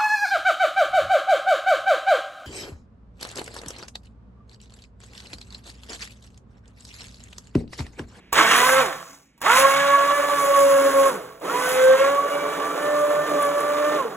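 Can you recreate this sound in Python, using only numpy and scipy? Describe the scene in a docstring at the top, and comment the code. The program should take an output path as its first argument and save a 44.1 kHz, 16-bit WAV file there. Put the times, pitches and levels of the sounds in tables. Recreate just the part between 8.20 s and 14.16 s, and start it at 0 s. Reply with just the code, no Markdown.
"""Faint room noise, then a switch click: a hand-held blender starts to puree pea soup in an enamelled pot.
It runs in three bursts, close to a phone in a small kitchen, with switch clicks around each start.
The motor spins up, labours and coasts down; its two-winged blade sings at even multiples of the shaft speed.
Shaped noise makes the soup swirl, splash and spray, and makes the fizz of bubbles collapsing behind the blade.
Short ringing tones make glugs and stirred bubbles; brief noise bursts make pops and the knocks of peas."""
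import sys
import numpy as np
from scipy import signal
from scipy.fft import rfft, irfft, next_fast_len
from scipy.io import wavfile
from scipy.ndimage import map_coordinates

SR = 44100
rng = np.random.default_rng(int(sys.argv[2]) if len(sys.argv) > 2 else 0)


def generate_wav(sig):
    """Save sig (samples, or channels by samples) to the path in sys.argv[1] as 16-bit PCM at SR."""
    pcm = np.round(np.clip(np.atleast_2d(sig).T, -1, 1) * 32767).astype(np.int16)
    wavfile.write(sys.argv[1], SR, pcm)


N = 263012  # length [samples]

# Level columns are relative: the functions may trim or fade them further.
# background noise of the room: (time [s], level [dB])
BACKGROUND = [(0.11, -53), (0.6, -62.5)]
# its tone colour: (frequency [Hz], level [dB])
BACKGROUND_SPECTRUM = [(20, -33), (50, 6.5), (100, -8.5), (160, 0.5), (280, -0.5), (500, -11.5),
                       (1200, -20), (2300, -9), (4000, -24), (16000, -48.5)]

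# switch contacts: (time [s], level [dB])
SWITCH = [(0.1247, -28), (0.128, -10.5), (1.178, -47.5), (1.206, -43), (1.216, -20.5), (3.2, -42),
          (3.218, -41)]
# plastic housing that they ring: (frequency [Hz], level [dB], time to fall 60 dB [s])
HOUSING = [(950, -12, 0.088), (1130, -3.5, 0.057), (1620, -11.5, .04), (2860, -22, 0.09), (6980, -9, 0.025),
           (7670, -11.5, 0.04)]
# lift of the clicks: (frequency [Hz], level [dB])
CLICK_LIFT = [(8000, 3.0), (15000, 3.6)]

# button held down: (on [s], off [s], time constant of the coast-down [s])
BURSTS = [(0.12, 0.605, 0.24), (1.208, 2.89, .26), (3.202, 5.766, 0.42)]
# speed that the load of peas allows, before spin-up and coasting: (time [s], shaft speed [turns/s])
LOADED_SPEED = [(0.2, 250), (0.27, 233), (0.35, 239), (0.42, 250), (0.48, 259), (0.6, 267), (1.3, 259),
                (1.42, 273), (1.52, 274), (1.62, 281), (1.84, 281), (1.97, 287.5), (2.15, 286), (2.25, 280),
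                (2.88, 272.5), (3.45, 253), (3.72, 262), (3.9, 280), (4.15, 288.5), (4.42, 290),
                (4.65, 295), (4.95, 295), (5.08, 298), (5.26, 287), (5.76, 299)]
SPIN_UP_S, LET_GO_S = .043, 0.11  # time constants: the shaft gathers speed; the blade stops driving the soup
FRICTION_SHARE = .13  # dry friction brings the coasting shaft to a dead stop
WANDER_SHARE = 0.00182  # size of the random unevenness, as a share of the speed
# below this speed [turns/s] the shaft labours and turns unevenly; the angle [rad] sets how much
SHUDDER_RAD, STEADY_ABOVE_HZ = 0.22, 260

# An "order" is a tone at that many times the shaft speed.
# hum of the shaft's imbalance: (time [s], level [dB])
HUM = [(0.3, -40.5), (0.6, -38), (1.4, -40.5), (1.65, -43.5), (2.15, -39.5), (2.35, -46), (2.6, -34.5),
       (2.88, -35), (3.3, -50.5), (3.9, -43), (4.2, -40), (5.1, -39), (5.27, -35), (5.4, -39.5),
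       (5.76, -38)]
# main blade tones: (time [s], order 2 level [dB], order 4 level [dB], order 6 level [dB])
BLADE_TONES = [(0.2, -29, -24, -15), (0.27, -31.5, -35, -38), (0.36, -35, -34, -46), (0.44, -27, -17, -29),
               (0.54, -18.5, -40, -24.5), (0.6, -14, -21, -22), (1.3, -24.5, -17, -13.5),
               (1.35, -28, -19.5, -31), (1.39, -19, -19, -31), (1.45, -17, -23, -30),
               (1.51, -28, -21.5, -30), (1.6, -23.5, -25, -26.5), (1.68, -23.5, -23.5, -35),
               (1.74, -23, -13.5, -27), (1.81, -24.5, -18, -33), (1.89, -24.5, -19, -31),
               (2.06, -22.5, -26, -33.5), (2.39, -16.5, -23, -39), (2.52, -16, -30.5, -43),
               (2.55, -16, -30, -34.5), (2.78, -15, -24.5, -40), (2.88, -16.5, -24, -36),
               (3.3, -35, -42, -28), (3.36, -33.5, -22, -45), (3.46, -26, -37, -23),
               (3.56, -21, -46, -40.0), (3.65, -11.5, -52, -27.5), (3.76, -12.5, -32, -31.5),
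               (3.85, -19.5, -26, -30.5), (3.99, -25, -25.5, -47), (4.26, -26.5, -31.5, -50),
               (4.31, -39, -38, -44), (4.48, -43, -27, -44), (4.55, -31, -44, -49), (4.63, -26, -32, -33.5),
               (4.79, -20.5, -27.5, -37.5), (5.09, -24.5, -33.5, -39.5), (5.25, -20.5, -18.5, -43),
               (5.31, -21, -27, -41.5), (5.76, -25, -29.5, -38)]
# brief dropouts and flares of those tones: (time [s], half width [s], order 2 change [dB], order 4 change [dB])
FLICKERS = [(0.597, 0.0064, 1, 8.5), (0.64, 0.037, -6, -0.5), (1.453, 0.007, 1, 11.5),
            (1.89, 0.016, -5.5, 0.5), (2.0, 0.014, 4.5, -7), (2.025, 0.008, -11, 0), (2.06, 0.0073, -8, -1),
            (2.1, 0.011, -9, 5.5), (2.197, 0.024, -18.5, 4.5), (2.267, 0.008, -15.5, -4),
            (2.351, 0.023, -9, 3), (2.5, 0.026, -2.5, 1.5), (2.619, 0.019, -7, 3.5),
            (2.712, 0.024, -16, -4), (2.925, 0.042, -13, -8), (3.98, 0.028, -0.5, 6),
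            (4.02, 0.018, -11, -4), (4.09, .012, -14, 1), (4.165, 0.014, 4.5, -3), (4.21, 0.017, -3.5, -19),
            (4.4, 0.02, 12, 3), (4.52, 0.031, -26, 5), (5.075, .03, -26, 5), (5.335, 0.014, 0.5, -9),
            (5.42, 0.025, -6.5, -1), (5.44, 0.031, -1.5, 4.5), (5.805, 0.027, 6, 11),
            (5.86, .018, 21.5, -4)]
# weak tones: (order [times shaft speed], level against the spray [dB])
WEAK_ORDERS = [(3, -11), (5, -7), (7, -14), (8, -6.5), (9, -20), (10, -12), (11, -20), (12, -16), (13, -20),
               (14, -18)]
# the weak tones come and go, and sink once the shaft runs free of its load
SWELL_DB, FREE_ABOVE_HZ, FREE_DB_PER_HZ = 2.2, 286, .35

# how each sound dies with the motor: (power of the speed that it follows, extra loss while coasting [dB])
HUM_LAW, BLADE_LAW, OCTAVE_LAW, SIXTH_LAW = (3.4, 3.6), (3.2, 25.4), (3.3, 7.5), (4, 18)
SWIRL_LAW, SPLASH_LAW, SPRAY_LAW, FIZZ_LAW = (1.3, 4), (1.57, 3.5), (1.65, 7.5), (2.8, 8)

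# noises of the soup: (time [s], swirl level [dB], spray level [dB], fizz level [dB])
SOUP = [(0.19, -24, -15, -42), (0.27, -35, -21.5, -39), (0.36, -29.5, -19.5, -35),
        (0.49, -33.5, -25.5, -30.5), (0.6, -47.5, -24.5, -35.5), (1.28, -40, -23.5, -42),
        (1.37, -44, -20, -30.5), (1.46, -36, -27, -32), (1.57, -51.0, -28.5, -45.5),
        (1.74, -43.5, -31, -48.5), (2.27, -36, -35, -38), (2.88, -33.5, -34, -39), (3.28, -30, -35, -45.5),
        (3.41, -34, -33.5, -38.5), (3.58, -38.5, -32.5, -40), (3.78, -34, -32, -50.5),
        (4.03, -32.5, -39, -52.5), (5.13, -32.5, -39.5, -49), (5.22, -31, -36.5, -44.5),
        (5.31, -33.5, -40, -49), (5.76, -30.5, -36, -52.5)]
# splash level at one spray level, before trim and fades; dB gained per dB of spray
SPLASH_DB, SPLASH_AT_SPRAY_DB, SPLASH_GROWS = -35, -33.5, 0.5
# tone colour of the low swirl: (frequency [Hz], level [dB])
SWIRL_SPECTRUM = [(120, -34), (170, -7), (225, -22), (275, 0), (345, -6.5), (440, 3.5), (520, 2.5),
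                  (650, -3.5), (1000, -12.5), (3000, -74.5)]
# tone colour of the splashes: (frequency [Hz], level [dB])
SPLASH_SPECTRUM = [(250, -37), (500, -16), (680, -2), (780, -7), (900, -2), (1110, 8.5), (1260, 3),
                   (1400, 3.5), (1650, -2.5), (2100, -22), (4000, -51)]
# tone colour of the fine spray: (frequency [Hz], level [dB])
SPRAY_SPECTRUM = [(500, -35), (1000, -2), (1600, 3.5), (2100, 3), (2700, -2), (3600, -2), (4300, -7.5),
                  (5000, -11), (6500, -8.5), (8000, -9.5), (9500, -16), (12000, -22), (16000, -28)]
# tone colour of the thrust that shoves the pot: (frequency [Hz], level [dB])
THRUST_SPECTRUM = [(18, -43.5), (38, -6), (56, 1.5), (80, -7), (115, -12), (153, 0.5), (185, 5),
                   (220, -11.5), (300, 1), (420, -11)]
# tone colour of the collapsing bubbles: (frequency [Hz], level [dB])
FIZZ_SPECTRUM = [(2000, -15), (5000, -5), (7000, 0), (8300, -3), (9500, -1.5), (10700, 1), (11800, -4),
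                 (13500, -6.5), (15500, -9)]
# stirred bubbles: how many a second, middle pitch, cycles until nearly gone, level over the splash
BUBBLES_PER_S, BUBBLE_HZ, BUBBLE_CYCLES, BUBBLE_DB = 110, 989, 9.9, -4

# peas caught by the blade knock on its guard: (time [s], level [dB])
KNOCKS = [(0.185, -2.5), (0.197, -5), (0.209, -5), (0.248, -6.5), (0.491, -2.5), (1.263, -6), (1.277, -6),
          (1.299, -3.5), (1.32, -8.5), (1.342, -10), (1.364, -7), (1.405, -12), (1.446, -14), (1.464, -11),
          (1.504, -12)]
# tone colour of the knocks: (frequency [Hz], level [dB])
KNOCK_SPECTRUM = [(120, -40), (400, -22), (750, -4), (1150, 3), (1600, -1), (2200, -7),
                  (5000, -48), (12000, -50)]
# big air pockets closing: (time [s], frequency [Hz], level [dB], time to fall 60 dB [s])
GLUGS = [(0.189, 315, -15, 0.096), (0.891, 273, -44, 0.23), (1.298, 320, -31, 0.08)]
# froth fizzes on after the first stop: it holds, then fades
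FROTH_DB, FROTH_HOLD_S, FROTH_FADE_DB_PER_S = -50.5, 0.33, 128.5
# tone colour of the froth: (frequency [Hz], level [dB])
FROTH_SPECTRUM = [(3000, -12), (7000, 4), (11000, -12), (15500, -21)]
# single loud bubble bursts: (time [s], level [dB])
POPS = [(5.204, -29), (5.224, -17), (5.227, -13), (5.252, -14), (5.268, -20), (5.405, -15)]
# tone colour of the pops: (frequency [Hz], level [dB])
POP_SPECTRUM = [(4000, -31), (10000, 5.5), (15000, -13)]

# ringing of the filled pot: (frequency [Hz], width [Hz], level [dB])
POT_MODES = [(151.4, 8.1, 3.5), (430.4, 12.4, -2.5), (661, 5.2, 5.5), (782, 11, -2), (1132, 11, -1)]
# echo tail of the kitchen: (frequency [Hz], time to fall 60 dB [s])
KITCHEN = [(150, 0.76), (1000, 0.42), (4000, 0.1), (14000, 0.12)]
# the two microphone ports: (frequency [Hz], phase by which the left leads [rad])
PORT_PHASE = [(0, 0), (290, -.4), (540, -1.05), (700, -1.1), (900, -.25), (1400, 0), (2400, 1.2),
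              (3400, 1.45), (4700, 3.14), (15400, 18.9)]
# their loudness: (frequency [Hz], left minus right [dB])
PORT_BALANCE = [(60, -1), (170, -1.5), (300, -1.5), (560, 0), (750, -9), (1200, -2.5), (2200, -3.2),
                (4000, 0)]
TOP_HZ = 15950  # nothing is kept above this


def amp(db):
    """Turn decibels into gain."""
    return 10 ** (np.asarray(db) / 20)


def unit(x):
    """Scale to an rms (average strength) of 1."""
    return x / np.sqrt(np.mean(x ** 2) + 1e-20)


def along(points, hz):
    """Read (frequency, value) points on a log frequency axis."""
    f, v = np.transpose(points)
    return np.interp(np.log(hz + 1), np.log(f + 1), v)


def curves(rows):
    """Give one value per sample for each column after the time."""
    s, *cols = np.transpose(rows)
    return [np.interp(np.arange(N) / SR, s, c) for c in cols]


def running(rows):
    """Like curves, but every burst keeps its own rows until the next one starts."""
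    rows = np.array(rows)
    restarts = [on for on, _, _ in BURSTS[1:]]
    owner = np.searchsorted(restarts, rows[:, 0])
    burst_now = np.searchsorted(restarts, np.arange(N) / SR)
    return np.choose(burst_now, [curves(rows[owner == k]) for k in range(len(BURSTS))])


def wobble(rate):
    """Draw a smooth random curve with this many knots a second."""
    knots = rng.standard_normal(int(N * rate / SR) + 4)
    return map_coordinates(knots, [np.arange(N) * rate / SR])


def filtered(x, response):
    """Multiply the spectrum of x by a response, which may be complex."""
    m = next_fast_len(N + SR // 2)
    return irfft(rfft(x, m) * response(np.fft.rfftfreq(m, 1 / SR)), m)[..., :N]


def churned(spectrum, drive, spread):
    """Stereo noise sized by drive, then coloured, at rms 1; spread is the part unlike at the two ports."""
    noise = rng.standard_normal(N) + spread * rng.standard_normal((2, N))
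    return unit(filtered(noise * drive, lambda hz: amp(along(spectrum, hz))))


def grains(rate, life, scatter_db):
    """Envelope of rms 1 of random bursts, rate a second, each dying within about life seconds."""
    scatter = np.clip(rng.standard_normal(N), -2, 2)
    sizes = (rng.random(N) < rate / SR) * amp(scatter_db * scatter)
    power = signal.lfilter([1], [1, -np.exp(-2 / (life * SR))], sizes ** 2)
    return unit(np.sqrt(np.abs(power)))


def background():
    """The room's faint noise: steady random sound with a fixed tone colour and a slowly set level."""
    return amp(curves(BACKGROUND)[0]) * churned(BACKGROUND_SPECTRUM, 1, spread=.1)


def switch():
    """Each contact cracks and briefly rings the plastic housing."""
    out = np.zeros(N + SR)
    t = np.arange(SR // 8) / SR
    for s, db in SWITCH:
        ring = np.zeros(len(t))
        for hz, level, t60 in HOUSING:
            mode_db = level + rng.normal(0, 2.5)
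            ring += amp(mode_db - 60 * t / t60) * np.sin(2 * np.pi * hz * t)
        crack = .5 * amp(-60 * t / 0.073) * rng.standard_normal(len(t))
        out[round(s * SR):][:len(t)] += amp(db - 5.5) * (ring + crack)
    return filtered(out[:N], lambda hz: amp(along(CLICK_LIFT, hz)))


def throttle():
    """The shaft's share of running speed, and how far the blade is coasting, both 0-1."""
    t = np.arange(N) / SR
    stops = [on for on, _, _ in BURSTS[1:]] + [np.inf]
    spin, drive = np.zeros(N), np.zeros(N)
    for (on, off, coast), stop in zip(BURSTS, stops):
        since_off = np.maximum(t - off, 0)
        spin_up = 1 - np.exp(-np.maximum(t - on, 0) / SPIN_UP_S)
        run_down = np.maximum(np.exp(-since_off / coast) - FRICTION_SHARE, 0) / (1 - FRICTION_SHARE)
        spin += spin_up * run_down * (t < stop)
        drive += (t >= on) * np.exp(-since_off / LET_GO_S)
    return spin, 1 - drive


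def fade_db(state, law):
    """A sound grows as a power of the speed and drops further when the blade coasts."""
    (spin, coasting), (power, coast_db) = state, law
    return power * 20 * np.log10(np.maximum(spin, 1e-4)) - coast_db * coasting


def levels(state):
    """Set the swirl, splash, spray and fizz [dB]; splash follows spray, the others also waver at random."""
    swirl_db, spray_db, fizz_db = running(SOUP)
    splash_db = SPLASH_DB + SPLASH_GROWS * (spray_db - SPLASH_AT_SPRAY_DB)
    swirl_db = swirl_db + fade_db(state, SWIRL_LAW) + 2.47 * wobble(14)
    splash_db = splash_db + fade_db(state, SPLASH_LAW)
    spray_db = spray_db + fade_db(state, SPRAY_LAW) + 0.73 * wobble(9.6)
    fizz_db = fizz_db + fade_db(state, FIZZ_LAW) + 2.0 * wobble(21.96)
    return swirl_db, splash_db, spray_db, fizz_db


def partial(angle, order, flutter, slip):
    """One shaft order of rms 1; passing peas shake its strength and phase."""
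    shake = 1 + flutter * wobble(45)
    phase = order * angle + slip * wobble(70) + rng.uniform(0, 2 * np.pi)
    return unit(shake * np.sin(phase))


def motor(angle, speed, state, spray_db):
    """Shaft imbalance hums at order 1; the two blade wings sing at the even orders."""
    spin, _ = state
    t = np.arange(N) / SR
    labour = np.sqrt(np.maximum(1 - speed / STEADY_ABOVE_HZ, 0))
    angle = angle + SHUDDER_RAD * labour * wobble(90)
    flicker_db, octave_flicker_db = sum(
        np.outer(changes, np.exp(-((t - s) / width) ** 2)) for s, width, *changes in FLICKERS)

    blade_db, octave_db, sixth_db = running(BLADE_TONES)
    hum_db = running(HUM)[0] + fade_db(state, HUM_LAW) + 0.81 * wobble(14)
    blade_db = blade_db + fade_db(state, BLADE_LAW) + flicker_db + 0.77 * wobble(23.9)
    octave_db = octave_db + fade_db(state, OCTAVE_LAW) + octave_flicker_db + 0.72 * wobble(24)
    sixth_db = sixth_db + fade_db(state, SIXTH_LAW) + 1.8 * wobble(24.22)
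    tone = amp(hum_db) * partial(angle, order=1, flutter=0.32, slip=0.066)
    tone += amp(blade_db - .5) * partial(angle, order=2, flutter=.17, slip=.13)
    tone += amp(octave_db - .5) * partial(angle, order=4, flutter=.26, slip=.22)
    tone += amp(sixth_db - 1) * partial(angle, order=6, flutter=.24, slip=.2)

    free_db = FREE_DB_PER_HZ * np.maximum(speed - FREE_ABOVE_HZ, 0)
    weak = np.zeros(N)
    for order, db in WEAK_ORDERS:
        gain = amp(db - free_db + SWELL_DB * wobble(9))
        weak += gain * partial(angle, order=round(order), flutter=.45, slip=.4)
    # the weak orders fade quickly as the shaft slows
    return tone + amp(spray_db - .5) * spin ** 2 * weak


def pot(x, wall_db):
    """The enamelled wall sends back ten early echoes, which make the sound slightly hollow."""
    taps = np.zeros(round(.02 * SR))
    delays = rng.uniform(.0015, .018, size=10)
    taps[np.round(delays * SR).astype(int)] = amp(wall_db) * rng.choice([-1, 1], size=10)
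    taps[0] = 1  # direct sound
    return signal.fftconvolve(x, taps[None] / np.linalg.norm(taps), axes=1)[:, :N]


def soup(angle, swirl_db, splash_db, spray_db):
    """Low swirl and thrust, with gulping splashes and fine spray chopped by each passing wing."""
    chop = 1 + 0.39 * np.cos(2 * angle) + 0.1 * np.cos(angle)
    gulps = grains(rate=1200, life=0.0093, scatter_db=4.5)
    swirl = amp(swirl_db - 1.0) * churned(SWIRL_SPECTRUM, 1, spread=0.12)
    splash = amp(splash_db + 4.0) * churned(SPLASH_SPECTRUM, gulps * chop, spread=0.4)
    droplets = churned(SPRAY_SPECTRUM, gulps * chop, spread=.3)
    spray = amp(spray_db + 0.86) * pot(droplets, wall_db=-32.5)
    # the harder the blade throws the soup, the more it shoves the pot
    thrust = amp(.5 * spray_db - 26.0) * churned(THRUST_SPECTRUM, 1, spread=0.045)
    return swirl + splash + spray + thrust


def bubbles(splash_db):
    """Air stirred under rings as short blips that rise in pitch; more splashing makes them louder."""
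    count = round(BUBBLES_PER_S * N / SR)
    start, pitch, size = rng.random((count, 3)).T[:, :, None]
    age = np.arange(SR // 25)  # [samples]
    cycles = BUBBLE_HZ * 2 ** (2 * pitch - 1) * age / SR  # an octave either way
    life = cycles / BUBBLE_CYCLES
    envelope = amp(12 * size) * (1 - np.exp(-cycles)) * np.exp(-2 * life)
    blips = envelope * np.sin(2 * np.pi * cycles * (1 + .06 * life))
    places = (start * N).astype(int) + age
    out = np.bincount(places.ravel(), blips.ravel(), N)[:N]
    return amp(splash_db + BUBBLE_DB) * unit(out)


def cavitation(angle, fizz_db):
    """Tiny bubbles collapse in the wake of each wing, as a fine crackling fizz."""
    wake = 1 + 0.38 * np.cos(2 * angle) + 0.17 * np.cos(angle)
    crackle = grains(rate=3000 * wake, life=0.00032, scatter_db=3.0)
    return amp(fizz_db + 5.5) * churned(FIZZ_SPECTRUM, crackle, spread=.25)


def knocks():
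    """Each caught pea gives a short dull clack among the splashes."""
    t = np.arange(N) / SR
    blows = np.zeros(N)
    for s, db in KNOCKS:
        age = np.maximum(t - s, 0)
        blows += amp(db - 60 * age / .04) * (1 - np.exp(-age / .001))
    return .56 * blows * churned(KNOCK_SPECTRUM, 1, spread=.3)


def glugs():
    """Each big air pocket swells softly and rings out low."""
    t = np.arange(N) / SR
    out = np.zeros(N)
    for s, hz, db, t60 in GLUGS:
        age = np.maximum(t - s, 0)
        envelope = amp(db - 60 * age / t60) * (1 - np.exp(-age / 0.0091))
        out += envelope * np.sin(2 * np.pi * hz * age)
    return out


def froth():
    """Whipped-up foam hisses on for a moment after the first burst, as many tiny noise bursts."""
    _, first_stop, _ = BURSTS[0]
    since = np.arange(N) / SR - first_stop
    fade = FROTH_FADE_DB_PER_S * np.maximum(since - FROTH_HOLD_S, 0)
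    envelope = (since >= 0) * amp(FROTH_DB - fade)
    specks = grains(rate=900, life=0.002, scatter_db=-0.5)
    return envelope * churned(FROTH_SPECTRUM, specks, spread=0.086)


def pops():
    """Larger bubbles snap one by one, each a bright noise burst that dies at once."""
    t = np.arange(N) / SR
    bursts = sum(amp(db - 60 * np.abs(t - s) / 0.013) * (t >= s) for s, db in POPS)
    noise = 0.38 * bursts * rng.standard_normal(N)
    return filtered(noise, lambda hz: amp(along(POP_SPECTRUM, hz)))


def pot_ring(x):
    """The few lasting modes of the filled pot answer whatever strikes it."""
    def response(f):
        return sum(amp(db) * 1j * f * width / (hz ** 2 - f ** 2 + 1j * f * width)
                   for hz, width, db in POT_MODES)
    return filtered(x, response)


def kitchen(x, spread):
    """Tiles and cupboards answer with a short tail, nearly alike at the two close ports."""
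    noise = rng.standard_normal((3, SR * 3 // 4))
    hz, t, z = signal.stft(noise[0] + spread * noise[1:], SR, nperseg=256)
    decay = amp(-60 * t / along(KITCHEN, hz)[:, None])
    tail = signal.istft(z * decay, SR, nperseg=256)[1]
    delay = round(.004 * SR)
    tail = np.pad(tail / np.linalg.norm(tail[0]), ((0, 0), (delay, 0)))
    return signal.fftconvolve(x, tail, axes=1)[:, :N]


def ports(x):
    """The pot is off to one side: each port hears it with its own phase and shading."""
    def response(hz):
        lead = np.interp(hz, *np.transpose(PORT_PHASE))
        side = np.array([[.5], [-.5]])  # left, right
        return amp(side * along(PORT_BALANCE, hz)) * np.exp(1j * side * lead)
    return filtered(x, response)


def scene():
    """One shaft angle drives the whine, the chopping of the soup and the fizz."""
    state = throttle()
    spin, _ = state
    speed = running(LOADED_SPEED)[0] * spin * (1 + WANDER_SHARE * wobble(20))
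    angle = 2 * np.pi * np.cumsum(speed) / SR
    swirl_db, splash_db, spray_db, fizz_db = levels(state)

    whine = motor(angle, speed, state, spray_db)
    fizz = pot(cavitation(angle, fizz_db), wall_db=-15.0) + froth()
    splatter = soup(angle, swirl_db, splash_db, spray_db) + bubbles(splash_db) + fizz
    splatter = splatter + switch() + knocks() + glugs() + pops()
    splatter = splatter + pot_ring(splatter)
    room = kitchen(amp(-13) * splatter + amp(-19.5) * whine, spread=0.25)
    return ports(whine + splatter + room + background())


def record(dry):
    """The phone rounds the highest peaks and keeps nothing above its band limit."""
    limited = dry / (1 + np.abs(dry) ** 8) ** (1 / 8)
    return filtered(limited, lambda hz: np.clip((TOP_HZ - hz) / 250, 0, 1))


dry = scene()
out = record(dry)
generate_wav(out)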